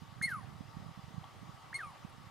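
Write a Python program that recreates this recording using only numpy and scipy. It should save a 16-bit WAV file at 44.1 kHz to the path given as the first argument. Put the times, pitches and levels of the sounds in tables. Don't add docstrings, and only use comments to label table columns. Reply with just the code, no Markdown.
import sys
import numpy as np
from scipy import signal
from scipy.fft import rfft, irfft, next_fast_len
from scipy.io import wavfile
from scipy.ndimage import uniform_filter1d, map_coordinates

SR = 44100
rng = np.random.default_rng(int(sys.argv[2]) if len(sys.argv) > 2 else 0)


def ratio(d):
    e = np.asarray(d, float) / 20
    return 10 ** e


def generate_wav(sig):
    pcm = np.round(np.clip(np.atleast_2d(sig).T, -1, 1) * 32767).astype(np.int16)
    wavfile.write(sys.argv[1], SR, pcm)


N = 101430

# f/Hz, level/dB
FOREST_COLOUR = [(200, -16), (450, -16.5), (900, -11.5), (1300, -15.5), (1700, -19), (2500, -22.5),
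                 (3000, -20.5), (15500, -41.5)]
# f/Hz, width/Hz, level/dB
FOREST_BUMPS = [(776.5, 31.5, 5.5), (912, 15.6, 7), (1137.4, 21, 8.5), (1233, 141, 5.5), (1955, 157, 4),
                (3940, 9.5, 4), (4950, 79, 5), (5600, 35, 1.5)]
# f/Hz, likeness/0-1
FOREST_ALIKE = [(60, 0.19), (180, 0.027), (550, 0.43), (1650, 0.68), (4970, 0.64), (15000, 0.3)]
# f/Hz, left over right level/dB
FOREST_LEAN = [(550, -1), (1300, 2), (2400, 0), (4900, 2), (15000, 0)]
# t/s, level/dB
GUSTS = [(0, -55.5), (.2, -54), (.55, -47), (.69, -56.5), (.8, -45.5), (.92, -52.5), (.945, -72),
         (1.09, -54.5), (1.22, -54.5), (1.31, -59), (1.45, -48), (1.59, -61), (1.74, -58), (1.96, -61),
         (2.1, -55.5), (2.27, -54)]
# f/Hz, level/dB
PORT_COLOUR = [(25, -49), (45, -27.5), (85, -0.5), (140, -0.5), (210, -13.5), (320, -17), (500, -49)]
# t/s, peak level/dB, f/Hz
RIGHT_THUMPS = [(0.022, -35, 167), (0.034, -40, 156), (0.127, -40.5, 161), (0.167, -42, 144),
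                (0.185, -41.5, 132), (0.213, -30, 153), (0.261, -32, 155), (0.281, -46, 115),
                (0.307, -41, 179), (0.328, -38, 163), (0.348, -46.0, 122), (0.369, -37, 146),
                (0.38, -35.5, 162), (0.396, -40.5, 162), (0.412, -40, 201), (0.426, -57, 135),
                (0.448, -38.5, 126), (0.474, -38.5, 151), (0.487, -49, 136), (0.501, -49.5, 142),
                (0.515, -40, 145), (0.53, -40.0, 143), (0.558, -48, 137), (0.609, -30.5, 188),
                (0.633, -47, 168), (0.657, -40, 118), (0.743, -48, 140), (0.771, -30.5, 167),
                (0.788, -39, 85), (0.804, -39.5, 160), (0.825, -36.5, 132), (0.848, -44.5, 194),
                (0.865, -37, 152), (0.892, -39, 159), (0.914, -38.5, 129), (0.977, -36, 170),
                (0.993, -36, 153), (1.041, -36, 123), (1.083, -39, 138), (1.109, -42.5, 179),
                (1.144, -35.5, 147), (1.171, -42, 151), (1.182, -27.5, 139), (1.214, -40, 123),
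                (1.367, -41, 143), (1.431, -37, 175), (1.448, -52, 128), (1.472, -45, 168),
                (1.495, -35.5, 147), (1.547, -43, 101), (1.717, -44.5, 149), (1.755, -44.5, 126),
                (1.849, -46, 142), (1.869, -40.5, 160), (1.882, -48, 134), (1.906, -47, 161),
                (2.05, -30.5, 168), (2.184, -43, 147), (2.212, -49.5, 114), (2.272, -40, 129)]
# t/s, peak level/dB, f/Hz
LEFT_PUFFS = [
    (.228, -52, 91),
    (.806, -56, 100),
    (.942, -54, 110),
    (1.057, -50, 90),
]
# t/s, peak level/dB,
# f/Hz, width/Hz
TICKS = [(.2245, -49, 5000, 5000), (.281, -48, 8500, 4000), (.297, -55, 9500, 4000),
         (.309, -52, 10500, 5000), (1.7425, -46, 4970, 5000), (1.2332, -51, 750, 110),
         (1.2412, -43.5, 880, 280), (1.2414, -48, 3170, 600), (1.2475, -51, 1150, 150),
         (1.7075, -45.5, 1000, 350), (1.771, -58, 10760, 80), (2.098, -56, 10300, 1200),
         (2.13, -62, 8800, 2500)]
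# start t/s, rise/s, fall by 60 dB/s, level/dB
HISS = [
    (0.222, 0.0025, 0.2, -53),
    (1.742, .003, 0.25, -59),
    (.275, 0.02, 0.3, -60),
    (1.79, 0.02, 0.5, -70),
]
# f/Hz, level/dB
HISS_COLOUR = [(3000, -3), (5800, -6), (8000, -11.5), (10200, -3.5), (12000, -16), (13900, -20),
               (14900, -10), (15600, -44)]
# start t/s, rise/s, fall by 60 dB/s, level/dB, f/Hz
BREATH = [
    (.285, .015, 0.17, -66, 11400),
    (.33, 0.047, 0.25, -67.5, 10300),
    (1.8, 0.056, .3, -74, 9400),
]
# start t/s, length/s, level/dB
CHIRPS = [
    (0.2135, 0.0092, -36),
    (1.7286, 0.0086, -41),
]
# t/s, pitch f/Hz, level/dB, mouth opening/0-1, rasp level/dB
BARKS = [
    [(.2235, 2200, -46, 0, -60), (.225, 2175, -40, 0, -52), (.230, 2143, -34.5, .3, -47),
     (.238, 2116, -32.5, .85, -51.5), (.249, 2150, -30, .9, -50), (.2565, 2190, -36, .85, -50),
     (.263, 2140, -42, 1, -55), (.270, 2135, -52, 1, -63), (.278, 2160, -64, 1, -73)],
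    [(1.7418, 2210, -47, .3, -58), (1.7435, 2180, -41.5, .2, -52), (1.746, 2162, -40, 0, -50),
     (1.753, 2120, -38.5, .9, -51), (1.758, 2135, -36, 1, -50), (1.764, 2183, -39, .3, -49),
     (1.770, 2175, -46, 1, -52), (1.776, 2145, -58, 1.1, -64), (1.788, 2150, -66, 1, -73)],
]
# level with mouth shut/dB, with mouth open/dB, left over right level/dB
OVERTONES = [
    [(-25, -9.5, 7.5), (-0.5, -16, 0), (0, 0, 0.5), (4.5, -1, -5.5), (-14, -16, 4), (-22, -26, 6)],
    [(-16, -8, 5), (-7, -20, 1), (0, 0, 0.5), (-17, -10, 1), (-26, -30, 3), (-32, -32, 0)],
]
# t/s, pitch f/Hz, level/dB, second partial against the first/dB
SLIDES = [
    [(.266, 2130, -50, -28), (.283, 1916, -38, -42), (.303, 1670, -43, -31), (.321, 1540, -40, -30),
     (.348, 1285, -38.5, -33), (.371, 1160, -45, -28), (.392, 1055, -52, -17), (.418, 890, -63, -4),
     (.452, 690, -62, -16)],
    [(1.781, 2100, -60, -25), (1.791, 1915, -45, -50), (1.817, 1500, -43, -27), (1.836, 1250, -45, -17),
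     (1.854, 1190, -45.5, -17), (1.862, 1160, -51, -15), (1.897, 1085, -53, -16), (1.908, 990, -64, -10),
     (1.962, 520, -66, -20)],
]
# f/Hz, left over right level/dB
VOICE_LEAN = [(1200, 0.5), (1800, 0.5), (2150, -0.5), (3000, 3)]
# f/Hz, phase/rad
VOICE_LEAD = [(520, -.3), (1500, -.22), (2150, -.43), (2840, -.14), (3700, -.5), (5250, .1), (5860, -.1),
              (15200, .1)]

FOREST_DB, FOREST_SWAY_DB, PATCHY_DB = -57.3, .5, 1.44
RIGHT_LUMP_DB, LEFT_LUMP_DB = 3, 1.8
LEFT_WIND_DB, LEFT_LIFT = -64, 0.37
PORT_CUT_HZ = 55
THUMP_CYCLES, THUMP_RINGS = 0.39, 2.07
LEAK_DB, LEAK_HZ, BASS_LEAK_DB = -9, 244, -23
NEAR_DB, NEAR_T60_S = -17, .05
FAR_DB, FAR_T60_S, FAR_DELAY_S = -18.5, .38, .012
ECHO_SPREAD = 1.2
BREATH_WIDTH_HZ = 800
CHIRP_FROM_HZ, CHIRP_TO_HZ, CHIRP_BEND, CHIRP_FADE_DB = 1300, 2150, .55, -13
PITCH_JITTER = .002
FLUTTER_DB, FLUTTER_RATE_HZ = 4.2, 250
FAINT_FLUTTER = .05


def unit(x):
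    return x / np.sqrt(np.mean(x ** 2) + 1e-20)


def along(points, hz):
    f, v = np.transpose(points)
    return np.interp(np.log(hz + 1), np.log(f + 1), v)


def wobble(rate):
    knots = rng.standard_normal(int(N * 400 / SR) + 4)
    return map_coordinates(knots, [np.arange(N) * min(rate, 400) / SR])


def filtered(x, response):
    m = next_fast_len(N + SR // 2)
    return irfft(rfft(x, m) * response(np.fft.rfftfreq(m, 1 / SR)), m)[..., :N]


def forest():
    z = signal.stft(rng.standard_normal((2, N)), nperseg=512)[2]
    patches = uniform_filter1d(rng.standard_normal(z.shape[1:]), size=5, axis=0)
    patches = uniform_filter1d(patches, size=8, axis=1)
    pair = signal.istft(z * ratio(PATCHY_DB * unit(patches)), nperseg=512)[1][:, :N]

    def colour(hz):
        bumps_db = sum(db * np.exp(-((hz - c) / w) ** 2) for c, w, db in FOREST_BUMPS)
        angle = np.arccos(np.clip(along(FOREST_ALIKE, hz), -1, 1)) / 2
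        return ratio(along(FOREST_COLOUR, hz) + bumps_db) * [np.cos(angle), np.sin(angle)]

    def lean(hz):
        return ratio(along(FOREST_LEAN, hz) * (hz > 400) * [[.5], [-.5]])

    mid, side = filtered(pair, colour)
    hum = filtered(np.array([mid + side, mid - side]), lean)
    return ratio(FOREST_DB + FOREST_SWAY_DB * wobble(1.58)) * unit(hum)


def puffs(rows):
    t = np.arange(N) / SR
    phases = rng.uniform(0, 2.14, len(rows))
    out = np.zeros(N)
    for (s, db, hz), phase in zip(rows, phases):
        stretch = np.where(t > s, THUMP_RINGS, 1)
        push = np.exp(-((t - s) * hz / THUMP_CYCLES / stretch) ** 2)
        out += ratio(db) * push * np.cos(2 * np.pi * hz * (t - s) + phase)
    return out


def wind():
    gust_db = np.interp(np.arange(N) / SR, *np.transpose(GUSTS))
    lumps = ratio([LEFT_LUMP_DB * wobble(24.84), RIGHT_LUMP_DB * wobble(70)])
    noise = rng.standard_normal((2, N)) * lumps
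    buffet = filtered(noise, lambda hz: ratio(along(PORT_COLOUR, hz) * [[LEFT_LIFT], [1]]) * (hz < 600))
    thumps = filtered(puffs(RIGHT_THUMPS), lambda hz: 1 / (1 + (PORT_CUT_HZ / (hz + 1)) ** 4))
    right = ratio(gust_db) * unit(buffet[1]) + thumps
    leak = filtered(right, lambda hz: ratio(BASS_LEAK_DB) - ratio(LEAK_DB) / (1 + (LEAK_HZ / (hz + 1)) ** 4))
    left_db = LEFT_WIND_DB + 0.65 * (gust_db - gust_db.mean())
    left = ratio(left_db) * unit(buffet[0]) + puffs(LEFT_PUFFS) + leak
    return np.array([left, right])


def trees(x):
    t = np.arange(SR // 2) / SR
    near, far = rng.standard_normal((2, 3, len(t)))
    near = (near[0] + ECHO_SPREAD * near[1:]) * ratio(-60 * t / NEAR_T60_S) * (t > .002)
    far = far[1:] * ratio(-60 * t / FAR_T60_S) * np.clip(t / FAR_DELAY_S, 0, 1)
    near_tail = ratio(NEAR_DB) * near / np.linalg.norm(near[0])
    far_tail = ratio(FAR_DB) * far / np.linalg.norm(far[0])
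    return signal.fftconvolve(x.mean(0)[None], near_tail + far_tail, axes=1)[:, :N]


def ticks():
    out, t = np.zeros(N + SR), np.arange(SR // 20) / SR
    for s, db, hz, width in TICKS:
        fall = np.pi * width * t
        start = round(s * SR)
        out[start:start + len(t)] += ratio(db) * np.sin(2 * np.pi * hz * t) * np.exp(1 - fall) * fall
    return out[:N]


def hiss():
    t = np.arange(N) / SR

    def swell(s, rise, t60, db):
        return ratio(db - 60 * np.clip(t - s - rise, 0, None) / t60) * np.clip((t - s) / rise, 0, 1)

    air = rng.standard_normal((3, N))
    air = air[0] + 0.43 * air[1:]
    teeth = unit(filtered(air, lambda hz: ratio(along(HISS_COLOUR, hz))))
    out = teeth * sum(swell(*row) for row in HISS)
    for *row, centre in BREATH:
        lips = filtered(air, lambda hz: np.exp(-((hz - centre) / BREATH_WIDTH_HZ) ** 2))
        out = out + unit(lips) * swell(*row)
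    return out * ratio(3.4 * wobble(300) + wobble(60))


def note(rows):
    s, hz, db, extra = np.transpose(rows)
    t = np.arange(N) / SR

    def smooth(v):
        return uniform_filter1d(np.interp(t, s, v), size=90)

    phase = 2 * np.pi * np.cumsum(smooth(hz) * (1 + PITCH_JITTER * wobble(300))) / SR
    gate = uniform_filter1d(1. * (t > s[0]) * (t < s[-1]), size=60)
    return phase, np.sqrt(2) * gate * ratio(smooth(db)), smooth(extra)


def chirp(s, length, db):
    u = np.linspace(0, 1, num=9)
    hz = CHIRP_FROM_HZ + (CHIRP_TO_HZ - CHIRP_FROM_HZ) * u ** CHIRP_BEND
    level_db = db + CHIRP_FADE_DB * u ** 2 - 9 * (u == 0)
    phase, size, _ = note(np.transpose([s + length * u, hz, level_db, u]))
    return size * np.sin(phase)


def bark(rows, overtones):
    rows = np.array(rows)
    phase, size, mouth = note(rows[:, :4])
    rasp = note(rows[:, [0, 1, 4, 3]])[1]
    out = size * np.sin(phase) * np.ones((2, 1))
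    for k, (shut_db, open_db, lean_db) in enumerate(overtones):
        level = ratio(shut_db + (open_db - shut_db) * mouth + .8 * wobble(120))
        sides = ratio([[lean_db / 2], [-lean_db / 2]])
        source = rasp if k else size
        out += sides * source * level * np.sin((k + 2) * phase + rng.uniform(0, 2 * np.pi))
    return out


def whistle(rows):
    phase, size, second_db = note(rows)
    faint_db = -20 * np.log10(size / size.max() + 1e-2)
    flutter = ratio((FLUTTER_DB + FAINT_FLUTTER * faint_db) * np.tanh(wobble(FLUTTER_RATE_HZ)))
    second = ratio(second_db + 3.2 * wobble(110)) * np.sin(2 * phase)
    return size * flutter * (np.sin(phase) + second)


def squirrel():
    out = np.zeros((2, N))
    for row in CHIRPS:
        out += chirp(*row)
    for rows, overtones in zip(BARKS, OVERTONES):
        out += bark(rows, overtones)
    for rows in SLIDES:
        out += whistle(rows)

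    def ears(hz):
        left = ratio(along(VOICE_LEAN, hz) / 2) * np.exp(.5j * along(VOICE_LEAD, hz))
        return np.array([left, 1 / left])

    return filtered(out, ears)


def scene():
    near = squirrel() + ticks()
    return near + trees(near) + hiss() + wind() + forest()


def low_pass(x):
    return signal.sosfilt(signal.butter(12, 15690, fs=SR, output="sos"), x)


def record(dry):
    mix = filtered(dry, lambda hz: hz < 15690)
    return low_pass(mix)


dry = scene()
out = record(dry)
generate_wav(out)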